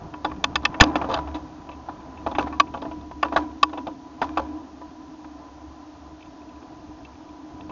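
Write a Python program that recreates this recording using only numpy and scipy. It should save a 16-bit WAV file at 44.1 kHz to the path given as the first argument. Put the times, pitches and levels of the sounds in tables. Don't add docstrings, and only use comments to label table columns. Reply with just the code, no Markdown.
import sys
import numpy as np
from scipy import signal
from scipy.fft import rfft, irfft, next_fast_len
from scipy.io import wavfile
from scipy.ndimage import uniform_filter1d, map_coordinates

SR = 44100
rng = np.random.default_rng(int(sys.argv[2]) if len(sys.argv) > 2 else 0)


def output_pcm(signal):
    pcm = np.clip(np.atleast_2d(signal).T, -1, 1) * 32767
    wavfile.write(sys.argv[1], SR, np.round(pcm).astype(np.int16))


N = 340011


def amp(db):
    return 10 ** (np.asarray(db) / 20)


def unit(x):
    return x / np.sqrt(np.mean(x ** 2) + 1e-20)


def wobble(rate):
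    knots = rng.standard_normal(int(N * rate / SR) + 4)
    return map_coordinates(knots, [np.arange(N) * rate / SR])


def filtered(x, response):
    size = next_fast_len(N + SR // 2)
    spectrum = rfft(x, size) * response(np.fft.rfftfreq(size, 1 / SR))
    return irfft(spectrum, size)[:N]


def coloured(points):
    points_hz, points_db = np.transpose(points)

    def response(hz):
        return amp(np.interp(np.log(hz + 1), np.log(points_hz), points_db))

    return unit(filtered(rng.standard_normal(N), response))


def resonances(modes):
    def response(f):
        total = 0
        for k, (hz, width_hz, db) in enumerate(modes):
            damping = 1j * f * width_hz
            total = total + (-1) ** k * amp(db) * damping / (hz * hz - f * f + damping)
        return total

    return response


# start_s, click_db [peak], click_hz [favoured centre], hollow_db [peak],
# thud_db [peak], thud_hz [favoured centre], clack_db [peak], length [decay factor]
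KNOCKS = [(0.138, -37, 2670.0, -29.5, -29.5, 810.0, -39.5, 0.97),
          (0.246, -23, 3480.0, -18.5, -13.5, 744, -28, 1.38),
          (0.3146, -37, 2410.0, -28.5, -31.0, 676, -40, 0.89),
          (0.4406, -6.0, 2730.0, -14, -15.0, 760, -18, 0.8),
          (0.5555, -9, 3380.0, -13, -16.5, 870.0, -15, 0.96), (0.6301, -43, 3430, -33, -32, 720, -58, 2.4),
          (0.6514, -5, 2960.0, -13.5, -20, 760, -10.5, 0.89),
          (0.7417, -31.5, 2620.0, -28.5, -28.5, 740, -29.5, 1.04),
          (0.8003, -6.5, 2640.0, -11, -7, 706, -28, 1.2), (0.808, 3.5, 3280.0, -2, -1, 700, 2.5, 0.89),
          (0.82, -17.5, 2750.0, -9, -10.5, 700.0, -19, 1.45),
          (0.837, -12.5, 3770.0, -14, -16, 664, -30, 0.59),
          (0.864, -48, 3010.0, -28, -28.5, 685, -38.5, 1.1),
          (0.9551, -19.5, 2600.0, -20, -8.5, 790, -19.5, 1.3),
          (1.0138, -27.5, 2460.0, -22.5, -18.5, 740.0, -35, 1.7),
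          (1.042, -38, 2850.0, -27, -19, 700, -39.5, 1.15),
          (1.088, -40, 3300.0, -37, -18.5, 560.0, -41, 2.1),
          (1.1402, -16.5, 3430.0, -18.5, -20.5, 750, -36, 0.85),
          (1.2728, -40.5, 2630.0, -37, -26.5, 740, -44, 1.2),
          (1.343, -35, 3520.0, -36.5, -26.5, 656, -40, 3.3),
          (1.69, -39, 2530.0, -32.5, -31, 654, -48.5, 0.89), (1.713, -40.5, 2740, -44, -48.5, 703, -57, 3),
          (1.886, -51, 3550.0, -29, -23.5, 773, -42.5, 1.5),
          (2.1725, -42.5, 2640.0, -52, -44.0, 760.0, -57, 1.9),
          (2.2628, -29, 2680.0, -18.5, -13.5, 704, -32, 1.6),
          (2.313, -34.5, 3530.0, -44, -24.5, 810.0, -42, 1.4),
          (2.3492, -31, 2540.0, -25, -24.0, 830.0, -31.0, 1.5),
          (2.3835, -21.5, 2950.0, -15, -6.5, 770.0, -26, 1.5),
          (2.403, -40, 3060.0, -39, -17, 670, -46, 0.95), (2.425, -44, 3300, -28.5, -33, 740, -42, 0.67),
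          (2.4693, -44, 3010.0, -30, -20.5, 766, -35, 1.65),
          (2.523, -37.5, 2530.0, -28.5, -35.5, 716, -38, 2.9),
          (2.5984, -6.5, 3270.0, -1, -19.5, 780, -18, 0.94),
          (2.67, -44.5, 2400, -43.5, -42.5, 740, -60, 1.5),
          (2.7382, -36, 2720.0, -23.5, -24, 687, -50.5, 2), (2.772, -43, 3070.0, -45, -27, 670.0, -52, 1),
          (2.8175, -36, 3490.0, -34.5, -23.5, 690.0, -39.5, 1.5),
          (2.8511, -46, 2970.0, -37.5, -23, 670.0, -44.0, 1.44),
          (2.912, -41.0, 2710.0, -38, -26, 690.0, -48.5, 1.3),
          (3.009, -47, 3460.0, -50.5, -44.5, 745, -67, 1.2),
          (3.1124, -46, 3400.0, -43, -28, 790.0, -43, 0.66),
          (3.228, -17, 2450.0, -7, -11.5, 660, -14.5, 0.92),
          (3.2473, -36.5, 2780.0, -22.5, -23.5, 630.0, -39, 1.9),
          (3.3221, -37.5, 2580.0, -20, -19.5, 674, -38, 2),
          (3.361, -20, 3300.0, -9.5, -6.5, 734, -16.5, 1.72),
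          (3.6295, -6, 2770.0, -1, -16.5, 810, -17, 0.83), (3.693, -46, 3400, -41.5, -39, 640, -46, 1.4),
          (3.7295, -40, 2700.0, -35, -26.5, 690.0, -44, 1.75),
          (3.774, -33.5, 2490.0, -31.5, -24, 776, -41, 1.83),
          (3.8686, -33.5, 3070.0, -32.5, -18.5, 670, -51, 1.4),
          (4.2154, -25, 3090.0, -17.5, -10, 720.0, -22.5, 1.61),
          (4.2276, -32, 3490.0, -28, -22, 635, -34, 0.97),
          (4.372, -23.5, 2710.0, -13, -10.5, 800.0, -33, 1.47),
          (4.393, -44, 2770.0, -24.5, -19.5, 600.0, -42, 1.04),
          (4.813, -57, 3500.0, -49, -33.5, 730.0, -47, 1.24),
          (5.244, -47, 2770.0, -45.5, -34, 807, -50, 1.1), (7.6089, -39, 3000, -42.5, -45, 712, -48, 0.39),
          (7.694, -41, 2630.0, -52, -30.5, 790, -53, 1.35)]
# start_s, end_s, and mean click_db, hollow_db, thud_db, clack_db [peaks]
BUZZES = [(1.099, 1.195, -34, -23, -20.5, -38)]
BUZZ_GAP_S, BUZZ_JITTER_S, BUZZ_SCATTER_DB = 0.0125, 0.002, 2.5
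BUZZ_CLICK_HZ, BUZZ_THUD_HZ, BUZZ_LENGTH = 3420, 740, 0.94


def blows():
    contacts = list(KNOCKS)
    for start, end, click_db, hollow_db, thud_db, clack_db in BUZZES:
        for s in np.arange(start, end, BUZZ_GAP_S):
            late_s = rng.normal(0, BUZZ_JITTER_S)
            click, hollow, thud, clack = rng.normal(0, BUZZ_SCATTER_DB, 4)
            contacts.append((s + late_s, click_db + click, BUZZ_CLICK_HZ, hollow_db + hollow,
                             thud_db + thud, BUZZ_THUD_HZ, clack_db + clack, BUZZ_LENGTH))
    return contacts


# time_s, hum_db [frame], roar_db [road roar, swelling as traffic passes], fork_db
RIDE = [(0.0, -43, -44.5, -61), (0.36, -50, -46.5, -49), (0.68, -44.5, -42, -48), (0.99, -48, -34, -46),
        (1.44, -42, -45.5, -43), (1.72, -46, -47.5, -48), (2.25, -41, -46, -51), (2.42, -39, -51, -46),
        (3.0, -40, -51.5, -46), (3.54, -45, -58, -45.5), (3.8, -37, -59.5, -51.5),
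        (4.14, -45.5, -49.5, -56.5), (4.42, -38.5, -46.5, -46), (4.85, -43.5, -51.5, -60),
        (5.97, -47.5, -49.5, -49.5), (6.51, -43, -49.5, -54), (6.83, -45, -50.5, -47.5),
        (7.71, -44, -49.5, -58)]
SHAKEN_DB = [-20.5, -30.5, -31.5, -39.5]
SHAKE_T60_S, SHAKE_RISE_S = 0.78, 0.03
CHATTER_DB = -19


def ride(contacts):
    times, *columns = np.transpose(RIDE)
    hum_db, roar_db, fork_db = [np.interp(np.arange(N) / SR, times, column) for column in columns]
    steady = hum_db, roar_db, fork_db, roar_db + CHATTER_DB
    thud_power, t = np.zeros(N), np.arange(SR) / SR
    for s, _, _, _, thud_db, *_ in contacts:
        thud_power[round(s * SR)] = amp(2 * thud_db)
    swell = (1 - np.exp(-t / SHAKE_RISE_S)) * amp(-2 * 60 * t / SHAKE_T60_S)
    shake = np.abs(signal.fftconvolve(thud_power, swell)[:N])
    return [10 * np.log10(amp(2 * db) + shake * amp(2 * under)) for db, under in zip(steady, SHAKEN_DB)]


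# pitch_hz, width_hz, level_db [relative]
FRAME = [(70.9, 3.4, -4), (258.8, 33.8, -5.5), (307, 14.1, 5), (723, 66, -19.5), (983.5, 8.2, -6.5)]


def frame_hum(level_db):
    grain = amp(0.41 * wobble(7.4)) * rng.standard_normal(N)
    return amp(level_db) * unit(filtered(grain, resonances(FRAME[1:])))


# [per Hz, relative]
TYRES = [(220, -42), (380, -10.5), (555, -10.5), (592, -8.5), (667, -1.5), (906, -7.5), (974, -7),
         (1020, 2.5), (1060, -18), (1150, -10), (2210, -30.5), (2600, -33.5), (3380, -39), (5720, -120)]


def tyre_roar(level_db):
    return amp(level_db + 0.79 * wobble(25) + 1.3 * wobble(5)) * coloured(TYRES)


def fork_rumble(level_db):
    fork = resonances(FRAME[:1])
    rumble = filtered(rng.standard_normal(N), lambda f: fork(f) * f / (f + 60))
    return amp(level_db + 2 * wobble(4)) * unit(rumble)


# time_s, level_db
GUSTS = [(0, -44), (1.1, -42.5), (1.45, -50), (2.2, -50), (2.45, -45), (3.0, -49), (3.4, -55), (4.5, -55),
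         (5.2, -56), (6.5, -59), (6.9, -50), (7.4, -57), (7.71, -44)]
# [per Hz, relative]
AIR = [(15, -39), (30, -8), (60, -4), (120, -3), (200, -3.5), (400, -12), (900, -44), (2000, -90.5)]


def air_buffet():
    gust_db = np.interp(np.arange(N) / SR, *np.transpose(GUSTS))
    return amp(gust_db + 2.5 * wobble(37)) * coloured(AIR)


# pitch_hz, level_db [relative], decay_s [nominal, before the length factor]
CLICK = [(2375, 1.5, 0.023), (2613, -5.5, 0.053), (3082, -9, .04), (3370, -14, 0.028), (3473, -6.5, 0.042),
         (3847, -1.5, 0.022), (4194, -11, 0.039), (4850, -7, 0.049), (5388, -10, 0.029), (6095, -6, 0.03),
         (6880, -10.5, 0.037)]
CLACK = [(1769, 4, 0.041), (1480, -6, 0.053), (2143, -25, 0.044), (1520, 2.5, 0.0073), (2141, -8, 0.029)]
HOLLOW = [(1137.7, 16, 0.044), (1057, -15, 0.08), (1282, -16, 0.024)]
CHATTER_HOLLOW_DB = -6
CHATTER_TOP_HZ = 4000


def chatter(level_db):
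    chance = 500 / SR * amp(4.5 * wobble(14))
    ticks = (rng.random(N) < chance) * amp(6.1 * rng.standard_normal(N)) * rng.standard_normal(N)
    modes = CLICK + CLACK + [(hz, db + CHATTER_HOLLOW_DB, decay_s) for hz, db, decay_s in HOLLOW]
    housing = resonances([(hz, 4.6 / decay_s, db) for hz, db, decay_s in modes])
    ringing = filtered(ticks, lambda f: housing(f) / (1 + 1j * f / CHATTER_TOP_HZ) ** 2)
    return amp(level_db) * unit(ringing)


def ring(modes, length, rough, rise_s, centre_hz=None, focus_db=0):
    t = np.arange(SR // 9) / SR
    hz, db, decay_s = np.transpose(modes)[..., None]
    smear = rng.standard_normal((len(modes), len(t)))
    for _ in range(3):
        smear = uniform_filter1d(smear, size=36, axis=1)
    detuned = hz * (1 + rng.normal(0, 0.013, hz.shape))
    sines = np.sin(2 * np.pi * (detuned * t + rng.random(hz.shape)))
    carrier = sines * (1 - rough + rough * unit(smear))
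    life = t / (decay_s * length)
    fall = np.exp(-(life / 0.18) ** 2) + 0.22 * amp(-48 * life)
    swell = (1 - np.exp(-t / rise_s)) ** 3 * fall
    favour_db = -focus_db * np.abs(np.log2(hz / (centre_hz or hz[0])))
    scatter_db = rng.normal(0, 2.5, hz.shape)
    x = np.sum(amp(db + favour_db + scatter_db) * carrier * swell, axis=0)
    return x / np.abs(x).max()


# pitch_hz, level_db [relative], decay_s [nominal, before the length factor]
THUD = [(782.2, 4, 0.024), (536, -12, 0.19), (675, -5, 0.067), (853, -4.5, 0.088), (448, -8, 0.05)]
FOCUS_DB, FOCUS_GROWS = 6.5, 0.36
CLEANEST = 0.2


def knocks(contacts):
    out = np.zeros(N + SR)
    for s, click_db, click_hz, hollow_db, thud_db, thud_hz, clack_db, length in contacts:
        rough = np.clip(0.45 + 0.0053 * (thud_db - max(click_db, hollow_db)), 0.1, 0.8)
        hollow_rough = np.clip(0.48 + 0.036 * (thud_db - hollow_db), CLEANEST, 0.8)
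        focus_db = FOCUS_DB - FOCUS_GROWS * click_db
        blow = amp(click_db) * ring(CLICK, length, rough, 0.0014, click_hz, focus_db)
        blow += amp(clack_db) * ring(CLACK, length, rough, 0.003)
        blow += amp(hollow_db) * ring(HOLLOW, length, hollow_rough, 0.003)
        blow += amp(thud_db) * ring(THUD, length, rough, 0.001, thud_hz, focus_db=29.0)
        out[round((s - 0.0008) * SR):][:len(blow)] += blow
    return out[:N]


JOLT_DB, JOLT_GROWS = 29, 0.62


def frame_jolts(contacts):
    low_jolts, high_jolts = np.zeros(N), np.zeros(N)
    for s, _, _, hollow_db, thud_db, _, _, length in contacts:
        low_jolt = length * amp(JOLT_GROWS * thud_db + JOLT_DB)
        low_jolts[round((s + 0.005) * SR)] = low_jolt * rng.choice([-1, 1])
        high_jolts[round((s + 0.004) * SR)] = amp(0.33 * max(hollow_db, thud_db) + 36)
    low = filtered(low_jolts, resonances(FRAME[1:4]))
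    high = filtered(high_jolts, resonances(FRAME[4:]))
    return signal.sosfilt(signal.butter(4, 230, "high", fs=SR, output="sos"), low + high)


# [per Hz, relative]
CRUNCH = [(250, -33.5), (500, 5), (1000, 10), (1800, -14.5), (3500, -15), (6500, -22.5), (9000, -63)]
SHUDDER_T60_S, SHUDDER_RISE_S = 0.15, 0.0053


def shudder(contacts):
    starts, t = np.zeros(N), np.arange(SR // 3) / SR
    for s, _, _, _, thud_db, _, _, length in contacts:
        starts[round(s * SR)] = length ** 2 * amp(thud_db - 22.5)
    swell = (1 - np.exp(-t / SHUDDER_RISE_S)) * amp(-60 * t / SHUDDER_T60_S)
    level = signal.fftconvolve(starts, swell)[:N]
    grain = amp(3 * wobble(200))
    return level * unit(grain * coloured(CRUNCH))


# start_s, level_db [at onset], pitch_hz
KERB = [(0.813, 6.5, 106.8), (0.817, 1.5, 190)]


def kerb():
    out, t = np.zeros(N + SR), np.arange(SR // 10) / SR
    for s, db, hz in KERB:
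        out[round(s * SR):][:len(t)] += amp(db - 60 * t / 0.015) * np.sin(2 * np.pi * hz * t)
    return out[:N]


# start_s, level_db [peak]
PINGS = [(6.2058, -45.5), (6.2242, -40), (6.2562, -49), (6.4155, -50), (6.49, -49), (6.558, -51),
         (7.0484, -37.5), (7.13, -56), (7.152, -50), (7.2888, -48.5)]


def pings():
    out = np.zeros(N + SR)
    for s, db in PINGS:
        ping = amp(db) * ring(CLICK, 1.0, 0.17, 0.0013, centre_hz=2600, focus_db=17)
        out[round(s * SR):][:len(ping)] += ping
    return out[:N]


def scene():
    contacts = blows()
    hum_db, roar_db, fork_db, chatter_db = ride(contacts)
    rolling = frame_hum(hum_db) + tyre_roar(roar_db) + fork_rumble(fork_db) + air_buffet()
    struck = knocks(contacts) + frame_jolts(contacts) + shudder(contacts)
    return (rolling + chatter(chatter_db) + struck + kerb() + pings())[None]


# [per Hz, relative]
HISS = [(1060, -17), (1800, -6), (2200, -12), (2660, -9), (6380, -11), (7080, -18), (7340, -23),
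        (7710, -35), (10000, -76.5), (17000, -120)]
HISS_DB = -61
ROLLOFF_HZ, TOP_HZ = 7150, 7800


def record(dry):
    x = dry[0] + amp(HISS_DB) * coloured(HISS)
    x = x / (1 + np.abs(x / 0.9) ** 6) ** (1 / 6)
    x = filtered(x, lambda hz: (hz < TOP_HZ) / (1 + (hz / ROLLOFF_HZ) ** 60))
    return x[None]


dry = scene()
out = record(dry)
output_pcm(out)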